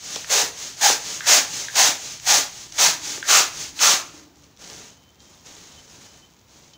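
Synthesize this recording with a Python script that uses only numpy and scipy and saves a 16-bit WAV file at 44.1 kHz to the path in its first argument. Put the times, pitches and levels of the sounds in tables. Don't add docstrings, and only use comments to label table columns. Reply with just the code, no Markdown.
import sys
import numpy as np
from scipy import signal
from scipy.fft import rfft, irfft, next_fast_len
from scipy.io import wavfile
from scipy.ndimage import uniform_filter1d

SR = 44100
rng = np.random.default_rng(int(sys.argv[2]) if len(sys.argv) > 2 else 0)


def inscribe(sig):
    pcm = np.round(np.clip(np.atleast_2d(sig).T, -1, 1) * 32767)
    wavfile.write(sys.argv[1], SR, pcm.astype(np.int16))


N = 298557
TIME = np.arange(N) / SR


def undb(db):
    return 10 ** (np.asarray(db) / 20)


def unit(x):
    return x / np.sqrt(np.mean(x ** 2))


def gate(start, end, fade):
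    return np.sqrt(np.clip(np.minimum(TIME - start, end - TIME) / fade, 0, 1))


def bell(middle, length):
    return 0.5 ** ((2 * (TIME - middle) / length) ** 2)


def stroke(start, length, attack, sag, release):
    age = np.maximum(TIME - start, 0)
    overrun = np.maximum(age - length, 0)
    return (1 - np.exp(-age / attack)) * undb(-sag * age - release * overrun)


def colour(x, points):
    hz, db = np.transpose(points)
    size = next_fast_len(N + SR // 10)
    bins = np.maximum(np.fft.rfftfreq(size, 1 / SR), 1)
    gain = undb(np.interp(np.log(bins), np.log(hz), db))
    return irfft(rfft(x, size) * gain, size)[:N]


def resonate(x, hz, width):
    b, a = signal.iirpeak(hz, hz / width, fs=SR)
    return signal.lfilter(b, a, signal.lfilter(b, a, x))


def walk(rate):
    hold = int(SR / rate)
    steps = np.repeat(rng.standard_normal(N // hold + 1), hold)
    smooth = uniform_filter1d(uniform_filter1d(steps, hold), hold)
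    return unit(smooth[:N])


def crackle(rate, spread_db):
    sizes = undb(spread_db * np.minimum(rng.exponential(size=N), 4)) * rng.choice([-1, 1], N)
    return unit((rng.random(N) < rate / SR) * sizes)


def turbulence(spectrum, flutter_db):
    return unit(colour(rng.standard_normal(N), spectrum) * undb(flutter_db * walk(rate=140)))


def narrow_noise(hz, width):
    phase = 2 * np.pi * np.cumsum(hz * np.ones(N)) / SR
    return unit(walk(2 * width) * np.cos(phase) + walk(2 * width) * np.sin(phase))


def tick(s, hz, width, t60):
    age = np.arange(SR // 5) / SR
    burst = resonate(rng.standard_normal(len(age)) * undb(-60 * age / t60), hz, width)
    return np.pad(burst / np.abs(burst).max(), (int(s * SR), N))[:N]


NECK_SAG, NECK_UPPER_RATIO, NECK_UPPER_DB = 0.05, 2.05, -4


def neck(start, travel, hz, width):
    centre = hz * np.interp(TIME, [start, start + travel], [1 + NECK_SAG, 1 - NECK_SAG])
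    upper = narrow_noise(NECK_UPPER_RATIO * centre, NECK_UPPER_RATIO * width)
    return narrow_noise(centre, width) + undb(NECK_UPPER_DB) * upper


# start in seconds,
# piston travel in seconds, relative level in dB, neck centre in Hz, neck width in Hz, neck level against
# the push in dB, neck release in dB per second.
PUSH_STROKES = [(0.292, 0.13, -10, 505.3, 120.2, -14, 110), (0.807, 0.095, -7, 823.4, 104.7, -8, 450.5),
                (1.261, .11, -5, 750.6, 220, -19.5, 160), (1.748, .13, -6.5, 900, 257.3, -12.5, 148),
                (2.26, .118, -7, 788.6, 149.9, -13, 170), (2.778, .091, -6.5, 979, 339.4, -16, 120),
                (3.275, 0.12, -5.6, 1334, 319, -10, 96.5), (3.798, .13, -6.5, 1292, 240, -11.5, 72)]
# frequency in Hz, relative density in dB per Hz.
JET_SPECTRUM = [(40, -35.5), (150, -20), (300, -18), (450, -11.5), (700, -2), (1100, -6), (1700, -3),
                (3000, -3.5), (4200, -1), (6500, -1), (15000, -2.5), (20000, -31)]
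PUSH_ATTACK_S, PUSH_SAG_DB_PER_S, PUSH_RELEASE_DB_PER_S = 0.05, 67.5, 167.5
SEEP_DB, SEEP_S = -24.5, 0.028
NECK_SHARE = 0.65


def pushes(swell_lag_s=0.049):
    flow, ring = np.zeros(N), np.zeros(N)
    for start, travel, db, hz, width, neck_db, neck_release in PUSH_STROKES:
        drive = undb(db) * stroke(start, travel, PUSH_ATTACK_S, PUSH_SAG_DB_PER_S, PUSH_RELEASE_DB_PER_S)
        seep = undb(db + SEEP_DB) * np.exp(-np.abs(TIME - start) / SEEP_S)
        flow += np.hypot(drive, seep)
        singing = stroke(start, NECK_SHARE * travel, PUSH_ATTACK_S, PUSH_SAG_DB_PER_S, neck_release)
        ring += undb(db + neck_db) * singing * neck(start, travel, hz, width)
    jet = undb(2.0) * turbulence(JET_SPECTRUM, flutter_db=0.6)
    foil = undb(-10.5) * unit(colour(crackle(rate=1800, spread_db=3.5), JET_SPECTRUM))
    late_flow = np.interp(TIME - swell_lag_s, TIME, flow)
    swell = undb(-33.5) * late_flow * narrow_noise(hz=435.0, width=230)
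    return flow * (jet + foil) + ring + swell


# middle in seconds, length in seconds, relative level in dB.
PULL_SWELLS = [(0.132, 0.19, -34.5), (0.639, 0.16, -35), (1.108, 0.15, -31.5), (1.58, 0.17, -31.5),
               (2.073, 0.18, -36), (2.593, 0.17, -40.5), (3.104, 0.15, -31), (3.612, 0.14, -33.5)]
# frequency in Hz, relative density in dB per Hz.
INTAKE_SPECTRUM = [(40, -24), (130, -4.5), (350, -5), (600, -6), (1200, -6.5), (2400, -2.5), (4200, 0),
                   (6300, 1), (9000, -1), (15000, -4.5), (20000, -19)]


def pulls():
    flow = sum(undb(db) * bell(middle, length) for middle, length, db in PULL_SWELLS)
    return undb(3.5) * flow * turbulence(INTAKE_SPECTRUM, flutter_db=0.7)


# time in seconds, relative level
# in dB, approximate length of the leak in seconds.
FLAP_LIFTS = [(1.2071, -19, 0.07), (1.684, -20, 0.014), (3.2272, -19, .055)]


def valve(flap_hz=1650, overtone_hz=3450, t60=0.016):
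    out = np.zeros(N)
    leak = undb(-19) * narrow_noise(hz=1780, width=540)
    for s, db, length in FLAP_LIFTS:
        clack = tick(s, flap_hz, 571, t60) + undb(-6.5) * tick(s, overtone_hz, 900, t60)
        whisper = leak * gate(s + 0.0092, s + 0.0096 + length, fade=0.006)
        out += undb(db) * (clack + whisper)
    return out


# time in seconds, peak before the room in dB, centre in Hz, burst t60 in
# seconds.
PUMP_TICKS = [(0.1592, -15.5, 4160, 0.024), (0.162, -20.5, 650, .018), (0.245, -23, 2160, 0.02),
              (0.901, -8, 704, 0.014), (2.199, -27, 3570, 0.009), (2.723, -25.5, 5000, .014),
              (2.782, -16, 3000, .06), (3.176, -24, 1600, 0.012), (3.18, -29.5, 400, 0.021),
              (3.7913, -16.5, 3000, 0.07)]
KNOCK_LAG_S, KNOCK_HZ, KNOCK_T60_S, KNOCK_DB = 0.00773, 310, 0.044, -27


def pump_ticks():
    single = sum(undb(db) * tick(s, hz, hz, t60) for s, db, hz, t60 in PUMP_TICKS)
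    knocks = sum(tick(start + travel + KNOCK_LAG_S, KNOCK_HZ, KNOCK_HZ, KNOCK_T60_S)
                 for start, travel, *_ in PUSH_STROKES)
    return single + undb(KNOCK_DB) * knocks


# start in seconds, length in seconds,
# relative level in dB.
RUB_MOVES = [(4.007, 0.19, -44), (4.34, 0.11, -56), (4.583, 0.29, -39), (5.185, 0.43, -49.5),
             (5.438, 0.28, -42), (5.702, 0.13, -46.5), (5.866, 0.35, -45.5), (5.986, 0.034, -44),
             (6.47, 0.23, -50.5)]
# frequency in Hz, relative density in dB per Hz.
RUSTLE_SPECTRUM = [(40, -2.5), (150, 8.5), (400, 5.5), (800, 3), (1300, 0), (3000, 0.5), (5500, 1),
                   (9000, 0), (15000, -3), (20000, -14)]
RUB_ATTACK_S, RUB_SAG_DB_PER_S, RUB_RELEASE_DB_PER_S = 0.029, 23.5, 136


def handling():
    power = np.zeros(N)
    for start, length, db in RUB_MOVES:
        power += (undb(db) * stroke(start, length, RUB_ATTACK_S, RUB_SAG_DB_PER_S, RUB_RELEASE_DB_PER_S)) ** 2
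    moves = np.sqrt(power) * undb(1.0 * walk(rate=27))
    rub = undb(0.3) * turbulence(RUSTLE_SPECTRUM, flutter_db=1.0)
    crinkle = sum(unit(resonate(crackle(rate=430, spread_db=5.0), hz, hz / 2)) for hz in (3800, 5200, 7000))
    settling = (TIME > RUB_MOVES[0][0]) * unit(colour(crackle(rate=36, spread_db=1.5), INTAKE_SPECTRUM))
    return moves * (rub + undb(-13.5) * crinkle) + undb(-66.0) * settling


# time in seconds, peak before the room in dB, burst t60 in seconds.
CREASE_SNAPS = [(4.441, -38, .006), (4.573, -38.5, .016), (4.647, -31, .007), (4.700, -25.5, .01),
                (4.873, -43, .005), (5.204, -37, .009), (5.639, -38, .006), (6.734, -39, 0.053)]
SNAP_HZ, SNAP_WIDTH_HZ = 4160, 4400


def creases():
    return sum(undb(db) * tick(s, SNAP_HZ, SNAP_WIDTH_HZ, t60) for s, db, t60 in CREASE_SNAPS)


# time in seconds, mean pitch in Hz.
WHISTLE_PITCH = [(4.6, 3080), (4.9, 3060), (5.1, 3070), (5.22, 3170), (5.4, 3170), (5.55, 3100),
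                 (5.9, 3050), (6.1, 3040), (6.35, 3080)]
# middle in seconds, level before the flicker in dB.
WHISTLE_CHIRPS = [(4.92, -57), (4.978, -58), (5.212, -55), (5.72, -58), (5.79, -49), (6.09, -55),
                  (6.24, -59), (6.75, -53)]
WHISTLE_DB, CHIRP_S = -66.5, 0.027


def whistle():
    s, hz = np.transpose(WHISTLE_PITCH)
    pitch = np.interp(TIME, s, hz) * (1 + 0.004 * walk(rate=120))
    steady = undb(WHISTLE_DB) * gate(s[0], s[-1], fade=0.05)
    chirps = sum(undb(db) * bell(middle, CHIRP_S) for middle, db in WHISTLE_CHIRPS)
    flicker = undb(3.6 * walk(rate=50))
    return (steady + chirps) * flicker * np.sin(2 * np.pi * np.cumsum(pitch) / SR)


def hollow():
    wander = undb(-56.5 + 2 * walk(rate=7.9))
    rumble = wander * gate(0, 4.1, fade=0.11) * narrow_noise(hz=108.6, width=77)
    drone = undb(-55.5) * gate(2.6, 4.52, fade=0.42) * narrow_noise(hz=309.5, width=59)
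    return rumble + drone


# frequency in Hz, mean peak level in dB.
HUM_TONES = [(70, -67), (101, -80.5)]
# frequency in Hz, relative density in dB per Hz.
ROOM_SPECTRUM = [(20, -42), (40, -17), (70, 0.5), (160, -2), (300, -7.5), (600, -13), (900, -12),
                 (1600, -19), (4000, -19.5), (8000, -25.5), (20000, -12.5)]
ROOM_TONE_DB = -52.5


def room_tone():
    hum = sum(undb(db + 2.5 * walk(rate=6.7)) * np.sin(2 * np.pi * hz * TIME) for hz, db in HUM_TONES)
    noise = unit(colour(rng.standard_normal(N), ROOM_SPECTRUM))
    return hum + undb(ROOM_TONE_DB + 0.4 * walk(rate=1.3)) * noise


# delay in seconds, gain as a factor on the direct sound.
WALL_ECHOES = [(.005, 0.12), (.0034, 0.027)]
ROOM_T60_S, ROOM_DB = 0.33, -6.5


def room(x, damping_hz=3000):
    age = np.arange(SR // 2) / SR
    tail = rng.standard_normal(len(age)) * undb(-60 * age / ROOM_T60_S) * (age > 0.006)
    tail = undb(ROOM_DB) * tail / np.linalg.norm(tail)
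    response = signal.lfilter(*signal.butter(1, damping_hz, fs=SR), tail)
    response[0] = 1
    for delay, gain in WALL_ECHOES:
        response[round(delay * SR)] += gain
    return signal.fftconvolve(x, response)[:N] / np.linalg.norm(response)


def scene():
    pump = pushes() + pulls() + valve() + pump_ticks() + hollow()
    balloon = handling() + creases()
    mono = room(pump + balloon) + whistle() + room_tone()
    return np.array([mono, mono])


# frequency in Hz, gain in dB.
MICROPHONE_RESPONSE = [(3000, -0.5), (5000, 0.5), (6500, 5.5), (7300, 0), (8300, -8), (11000, -14.5),
                       (13000, -21), (13900, -16), (14900, -7), (16000, -7.5)]
TOP_HZ = 15650


def record(dry):
    heard = np.array([colour(channel, MICROPHONE_RESPONSE) for channel in dry])
    return signal.sosfilt(signal.ellip(12, 0.2, 80, TOP_HZ, fs=SR, output="sos"), heard)


dry = scene()
out = record(dry)
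inscribe(out)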